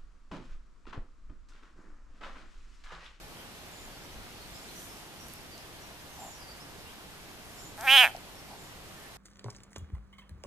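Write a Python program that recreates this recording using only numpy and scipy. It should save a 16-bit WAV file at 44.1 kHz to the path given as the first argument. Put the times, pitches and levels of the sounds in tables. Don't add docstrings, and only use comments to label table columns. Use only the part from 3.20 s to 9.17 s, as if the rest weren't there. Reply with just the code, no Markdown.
import sys
import numpy as np
from scipy import signal
from scipy.fft import rfft, irfft
from scipy.io import wavfile
from scipy.ndimage import uniform_filter1d

SR = 44100
rng = np.random.default_rng(int(sys.argv[2]) if len(sys.argv) > 2 else 0)


def int16_out(signal):
    q = np.round(np.clip(np.atleast_2d(signal).T, -1, 1) * 32767)
    wavfile.write(sys.argv[1], SR, q.astype(np.int16))


N = 263277


def gain_of(db):
    return 10 ** (np.asarray(db) / 20)


def evened(x):
    return x / np.sqrt(np.mean(x ** 2) + 1e-20)


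def read(points, at):
    x, *columns = np.transpose(points)
    return [np.interp(at, x, c) for c in columns]


def swells(rows, at, rise_s, fall_s):
    return sum(db * np.exp(-((at - s) / np.where(at < s, rise_s, fall_s)) ** 2) for s, db in rows)


def sides(x, pan_db):
    return x * gain_of([[pan_db / 2], [-pan_db / 2]])


def add(mix, s, sound):
    part = mix[:, round(s * SR):][:, :sound.shape[1]]
    part += sound[:, :part.shape[1]]


def resonate(x, hz, width):
    turn = np.exp(2j * np.pi * np.cumsum(hz * np.ones(x.shape[-1])) / SR)
    r = np.exp(-np.pi * width / SR)
    return 2 * (turn * signal.lfilter([1 - r], [1, -r], x / turn)).real


# (frequency [Hz], relative level per Hz [dB])
HUSH_SPECTRUM = [(12, -28), (20, 0), (48, -7), (213, -8.5), (273, -12.5), (369, -10), (513, -14.5),
                 (714, -12), (1050, -15.5), (3070, -18), (4890, -21), (7190, -25), (14300, -26.5)]
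HUSH_DB = -47.5
# (frequency [Hz], left-right likeness [0 to 1])
LIKENESS = [(60, 0.85), (300, 0.54), (1000, 0.83), (3000, 0.05), (7000, 0.11), (14000, 0.03)]
LEFT_LAG_S = 6 / SR
# (time [s], relative level [dB])
LEAVES = [(0.0, -1), (.3, .5), (1.54, 1.5), (1.75, 0.4), (2.8, -0.2), (5.97, -0.5)]
# (peak time [s], swell over the hush's treble [dB])
RUSTLE = [(1.4, 2), (1.63, 6), (1.78, 2.2), (2.12, 3), (3.03, 2.4), (4.4, 2)]
RUSTLE_RISE_S, RUSTLE_FALL_S = 0.13, 0.064


def wood():
    frames, hz = N // 128 + 5, np.fft.rfftfreq(512, 1 / SR)
    a, b, c, d, patches = rng.standard_normal((frames, 257, 5)).T
    patches = evened(uniform_filter1d(uniform_filter1d(patches, 8, 0), 24, 1))
    flicker = evened(uniform_filter1d(rng.standard_normal(frames), 3))
    t, octave = np.arange(frames) * 128 / SR, np.log2(hz + 1)[:, None]

    leaves_db = read(LEAVES, t)[0]
    rustle_db = swells(RUSTLE, t, RUSTLE_RISE_S, RUSTLE_FALL_S)
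    middle = np.exp(-(octave - np.log2(3200)) ** 2)
    treble = np.clip((octave - np.log2(5000)) / 0.3, 0, 1)
    level_db = middle * (leaves_db - leaves_db.mean())
    level_db = level_db + treble * (rustle_db - rustle_db.mean() + 0.51 * flicker)

    def on_log(table):
        return read([(np.log2(f + 1), v) for f, v in table], octave)[0]

    same = np.clip(on_log(LIKENESS), 0, 1)
    right = a + 1j * b
    shared = same * right * np.exp(-2j * np.pi * hz[:, None] * LEFT_LAG_S)
    left = shared + np.sqrt(1 - same ** 2) * (c + 1j * d)
    spectra = np.array([left * gain_of(-0.5), right])
    spectra = spectra * gain_of(on_log(HUSH_SPECTRUM) + level_db + 0.6 * patches)
    hush = signal.istft(spectra, nperseg=512, noverlap=384)[1][:, :N]
    return gain_of(HUSH_DB) * evened(hush)


# (peak time [s], level over the breeze [dB])
PUFFS = [(0.03, 7.5), (.65, 8.6), (.98, 12), (1.27, 6.7)]
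WIND_DB, PUFF_S = -61.5, 0.092


def wind():
    shared, *own = rng.standard_normal((3, N))
    low_band = signal.butter(2, [18, 60], "band", fs=SR, output="sos")
    rumble = signal.sosfilt(low_band, shared + 0.68 * np.array(own))
    return gain_of(WIND_DB + swells(PUFFS, np.arange(N) / SR, PUFF_S, PUFF_S)) * evened(rumble)


def scatter(x, t60):
    taps = np.zeros((2, 12000))
    at = np.arange(300, 11980, 20) + rng.integers(0, 20, (2, 584))
    np.put_along_axis(taps, at, rng.choice([-1., 1.], at.shape), 1)
    taps *= gain_of(-60 * np.arange(12000) / SR / t60)
    return signal.oaconvolve(x, taps / np.linalg.norm(taps[0]), axes=1)[:, :N]


def note(hz, blur_hz, db, pan_db):
    noise = rng.standard_normal((4, 12000))[:, :len(hz)]
    blur = evened(resonate(resonate(noise[0] + noise[1:3], hz, blur_hz), hz, blur_hz))
    tone = blur + 0.43 * np.sin(2 * np.pi * np.cumsum(hz) / SR)
    flutter = gain_of(1.7 * evened(uniform_filter1d(noise[3], 400)))
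    fades = signal.windows.tukey(len(hz), .5)
    return sides(gain_of(db) * evened(tone * flutter) * fades, pan_db)


def glide(length_s, start, end):
    return np.linspace(start, end, round(length_s * SR))


# (time [s], length [s], level before fades [dB])
SEEPS = [(0.489, 0.2, -60.5), (1.325, .08, -60), (2.977, 0.17, -54.5), (4.349, 0.16, -56.5),
         (5.362, 0.15, -62)]
SEEP_HZ, SEEP_FALL_HZ_PER_S, SEEP_BLUR_HZ = 7360, 3200, 350
SEEP_WAVER_HZ, SEEP_WAVERS_PER_S = 204, 24
# (time [s], length [s], start frequency [Hz], end frequency [Hz], level before fades [dB])
CHIRPS = [(0.12, 0.12, 2970, 3220, -60.5), (0.808, 0.065, 5870, 5700, -62), (0.91, 0.053, 5900, 6160, -64),
          (1.202, 0.04, 4170, 4500, -58), (1.333, 0.078, 5040, 5250, -56), (1.48, 0.041, 4020, 4370, -58),
          (1.55, 0.052, 5920, 6050, -55), (1.677, .06, 5460, 5350, -59), (1.989, 0.062, 5700, 5700, -57),
          (2.137, .06, 5450, 5340, -61), (2.306, 0.067, 4840, 4380, -59), (2.377, 0.057, 5000, 5400, -61),
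          (2.614, 0.044, 6100, 5420, -58.5), (2.888, .1, 6170, 6130, -62.5),
          (3.111, 0.093, 5560, 5880, -59), (3.189, 0.073, 5250, 4500, -57.5),
          (3.265, 0.075, 4520, 4780, -56), (3.395, 0.044, 4900, 5680, -54.5),
          (3.651, 0.066, 2570, 3430, -57), (4.365, 0.062, 4970, 5840, -58), (5.144, .08, 5570, 5400, -62)]
CHIRP_BLUR_HZ, BIRD_PAN_DB = 260, -2
# (time [s], length [s], start frequency [Hz], end frequency [Hz], level before fades [dB])
WHISTLE = [(5.722, 0.2, 1780, 1760, -63.5)]
WHISTLE_BLUR_HZ, WHISTLE_PAN_DB = 30, -9
CHATTER_COUNT, CHATTER_DB, CHATTER_SLUR_HZ, CHATTER_S = 10, -67.5, 397, 0.071
CHATTER_HZ = (3180, 6030)  # (lowest frequency [Hz], highest frequency [Hz])


def birds():
    out = np.zeros((2, N))
    for s, length, db in SEEPS:
        t = glide(length, 0, length)
        waver = SEEP_WAVER_HZ * np.sin(2 * np.pi * (SEEP_WAVERS_PER_S * t + rng.random()))
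        add(out, s, note(SEEP_HZ - SEEP_FALL_HZ_PER_S * t + waver, SEEP_BLUR_HZ, db, BIRD_PAN_DB))
    for s, length, start_hz, end_hz, db in CHIRPS:
        add(out, s, note(glide(length, start_hz, end_hz), CHIRP_BLUR_HZ, db, BIRD_PAN_DB))
    for s, length, start_hz, end_hz, db in WHISTLE:
        add(out, s, note(glide(length, start_hz, end_hz), WHISTLE_BLUR_HZ, db, WHISTLE_PAN_DB))
    for when, high, slur in rng.random((CHATTER_COUNT, 3)):
        hz = np.interp(high, (0, 1), CHATTER_HZ)
        path = glide(CHATTER_S, hz, hz + CHATTER_SLUR_HZ * (2 * slur - 1))
        add(out, when * N / SR, note(path, CHIRP_BLUR_HZ, CHATTER_DB, 0))
    return out


# (time [s], peak level before panning [dB], centre [Hz], left over right [dB])
TICKS = [(1.6194, -39, 4590, -2.5), (2.084, -38.5, 12100, -8), (2.0992, -41, 4910, -1.5),
         (2.137, -32.5, 11600, -8), (2.379, -40, 5570, -3), (4.6095, -32, 6200, 5), (4.9642, -40, 4380, 19),
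         (5.1542, -43, 5200, -0.5)]


def ticks():
    out, t = np.zeros((2, N)), np.arange(300) / SR
    for s, db, hz, pan_db in TICKS:
        burst = rng.standard_normal(300) * gain_of(-60 * t / 0.01)
        snap = resonate(resonate(burst, hz, 4600), hz, 4600)
        add(out, s, sides(gain_of(db) * snap / abs(snap).max(), pan_db))
    return out


# (time [s], length [s], level at the middle [dB])
GRUNTS = [(2.922, 0.23, -47), (5.281, 0.1, -48.5)]


def grunts():
    t = np.arange(N) / SR
    breath = sum(gain_of(db) * np.sin(np.pi * np.clip((t - s) / length, 0, 1)) ** 2
                 for s, length, db in GRUNTS)
    return breath * evened(resonate(resonate(rng.standard_normal(N), 790, 230), 730, 330))


def mode(hz, centre_hz, width, db, pan_db):
    peak = gain_of(2 * db) / (1 + (2 * (hz - centre_hz) / width) ** 2)
    power = peak / (1 + (hz / (1.18 * centre_hz)) ** 18)
    return power * gain_of([pan_db, -pan_db])[:, None, None]


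def struck(power):
    cepstrum = irfft(np.log(power + 1e-12) / 2)
    half = cepstrum.shape[-1] // 2
    cepstrum[..., 1:half] *= 2
    cepstrum[..., half + 1:] = 0
    return np.exp(rfft(cepstrum))


# (time [s], effort [dB], mouth ring over the effort [dB], mouth frequency [Hz])
SCREAM = [(4.570, -41.5, -13, 2200), (4.605, -38.5, -17, 2200), (4.663, -31, -9, 2220),
          (4.679, -28.5, 9, 2450), (4.694, -31.5, 15.5, 2670), (4.715, -27.5, 12.5, 3040),
          (4.755, -25.5, 11.5, 2980), (4.782, -26.5, 14.5, 3175), (4.846, -22.5, 6.5, 2610),
          (4.865, -29.5, 4.5, 2350), (4.878, -30, -1.5, 2130), (4.886, -34, -16, 2160),
          (4.908, -42, -25, 2200)]
JAW_DB, JAW_SLOPE, JAW_KNEE_DB = 13, 0.79, 2
GAPE_HZ, GAPE_SPAN_HZ, GAPE_DROP_DB = 2430, 300, 7
AIR_DB, AIR_FROM_HZ, AIR_DB_PER_KHZ, AIR_KNEE_DB, AIR_SLOPE = -17, 2230, 7, 8, 0.84


def gape(at):
    effort_db, mouth_db, mouth_hz = read(SCREAM, at)
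    wide = np.clip((mouth_hz - GAPE_HZ) / GAPE_SPAN_HZ, 0, 1)
    jaw_db = JAW_DB + JAW_SLOPE * np.minimum(mouth_db - JAW_KNEE_DB, 0) - GAPE_DROP_DB * wide
    air_db = AIR_DB + AIR_DB_PER_KHZ * (mouth_hz - AIR_FROM_HZ) / 1000
    air_db = air_db + AIR_SLOPE * np.maximum(mouth_db - AIR_KNEE_DB, 0)
    return effort_db, jaw_db, mouth_db, mouth_hz, air_db


# (time [s], pulse rate [per s])
PULSE_RATE = [(4.57, 96.0), (4.588, 210.1), (4.625, 229.5), (4.649, 281.4), (4.676, 256.8), (4.747, 278.0),
              (4.768, 269.6), (4.78, 250.7), (4.8, 255.8), (4.825, 245.5), (4.842, 217.7), (4.875, 109.6),
              (4.908, 110.8)]


def cords():
    t = np.arange(N) / SR
    sounding = (t > PULSE_RATE[0][0]) & (t < PULSE_RATE[-1][0])
    turns = np.cumsum(read(PULSE_RATE, t)[0] * sounding) / SR
    times = np.interp(np.arange(1, int(turns[-1]) + 1), turns[sounding], t[sounding])
    times += 12e-6 * rng.standard_normal(len(times))
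    return sounding, turns, times


# (centre [Hz], width [Hz], relative level [dB], left over right [dB])
THROAT = [(787, 261, -0.5, -3.5), (1320, 570, -6.5, 5.5), (12100, 2100, -22.5, -10)]
# (centre [Hz], width [Hz], level over the jaw ring [dB], left over right [dB])
JAW = [(1780, 290, -7, 0.5), (3400, 650, -20.5, -3)]
# (centre [Hz], width [Hz], level over that ring [dB], left over right [dB])
CHEEKS = [(2470, 440, -13, -1), (5000, 630, -29, 0)]
MOUTH_WIDTH_HZ, MOUTH_PAN_DB = 435, -5
# (time [s], approximate peak level [dB])
POPS = [(4.9481, -28), (4.970, -42)]


def pulses(times):
    hz, out = np.fft.rfftfreq(2048, 1 / SR), np.zeros((2, N))
    effort_db, jaw_db, mouth_db, mouth_hz, _ = (c[:, None] for c in gape(times))
    throat = sum(mode(hz, *m) for m in THROAT)
    jaw = gain_of(2 * jaw_db) * sum(mode(hz, *m) for m in JAW)
    mouth = mode(hz, mouth_hz, MOUTH_WIDTH_HZ, mouth_db, MOUTH_PAN_DB)
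    mouth += gain_of(2 * mouth_db) * sum(mode(hz, *m) for m in CHEEKS)
    small = 1 / (1 + (590 / (hz + 1)) ** 12)
    scale = -SR / (np.pi * THROAT[0][1])
    size = scale * gain_of(effort_db + .45 * rng.standard_normal(effort_db.shape))
    late = np.exp(-2j * np.pi * hz * (times - np.round(times * SR) / SR + 8 / SR)[:, None])
    swing = mouth_hz ** 2 - hz ** 2 - 1j * 2000 * hz
    builds = swing / swing.conj()
    rings = irfft(struck(small * (throat + jaw + mouth)) * size * late * builds)
    for k, s in enumerate(times):
        add(out, s - 40 / SR, rings[:, k])
    for s, db in POPS:
        ring = irfft(struck(small * mode(hz[None], 706, 230, 0, 0)))[:, 0]
        add(out, s, scale * gain_of(db) * ring)
    return out


# (centre at the highest mouth pitch [Hz], width [Hz], relative level [dB],
# left over right [dB], shift per shift of the mouth ring [Hz/Hz])
TREBLE = [(6100, 5900, -2.5, -1, 0.077), (9150, 1040, -5, -15.5, 0.52), (12060, 1600, -7.5, -17, 0.14),
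          (13600, 640, -7, -4, 0)]


def turbulence(sounding, turns):
    out = np.zeros((2, N))
    effort_db, _, _, mouth_hz, air_db = gape(np.arange(N) / SR)
    burst = 0.38 + 1.3 * np.exp(-(turns % 1) / 0.34)
    noise = rng.standard_normal(N) + 1.93 * rng.standard_normal((2, N))
    air = sounding * burst * gain_of(effort_db + air_db) * noise
    for centre_hz, width, db, pan_db, follows in TREBLE:
        band_hz = centre_hz + follows * (mouth_hz - mouth_hz.max())
        hiss = resonate(resonate(air, band_hz, width), band_hz, width)
        hiss = hiss * np.sqrt(SR / width) / 4
        out += sides(gain_of(db) * hiss, pan_db)
    return out


GROUND_DB = [
    [-6.5],
    [-12.5],
]
GROUND_S = 0.001246


def frog():
    sounding, turns, times = cords()
    scream = pulses(times) + turbulence(sounding, turns)
    scream += gain_of(GROUND_DB) * np.roll(scream, round(GROUND_S * SR), axis=1)
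    return scream + grunts()


def scene():
    cry, song = frog(), birds()
    cry = cry + gain_of(-21) * scatter(cry, .3)
    song = song + gain_of(-2.5) * scatter(song, 0.44)
    return cry + song + ticks() + wind() + wood()


EDGE_HZ = 14150


def record(dry):
    low_pass = signal.firwin(1023, EDGE_HZ, window=("kaiser", 9), fs=SR)
    return signal.oaconvolve(dry, low_pass[None], "same")


dry = scene()
out = record(dry)
int16_out(out)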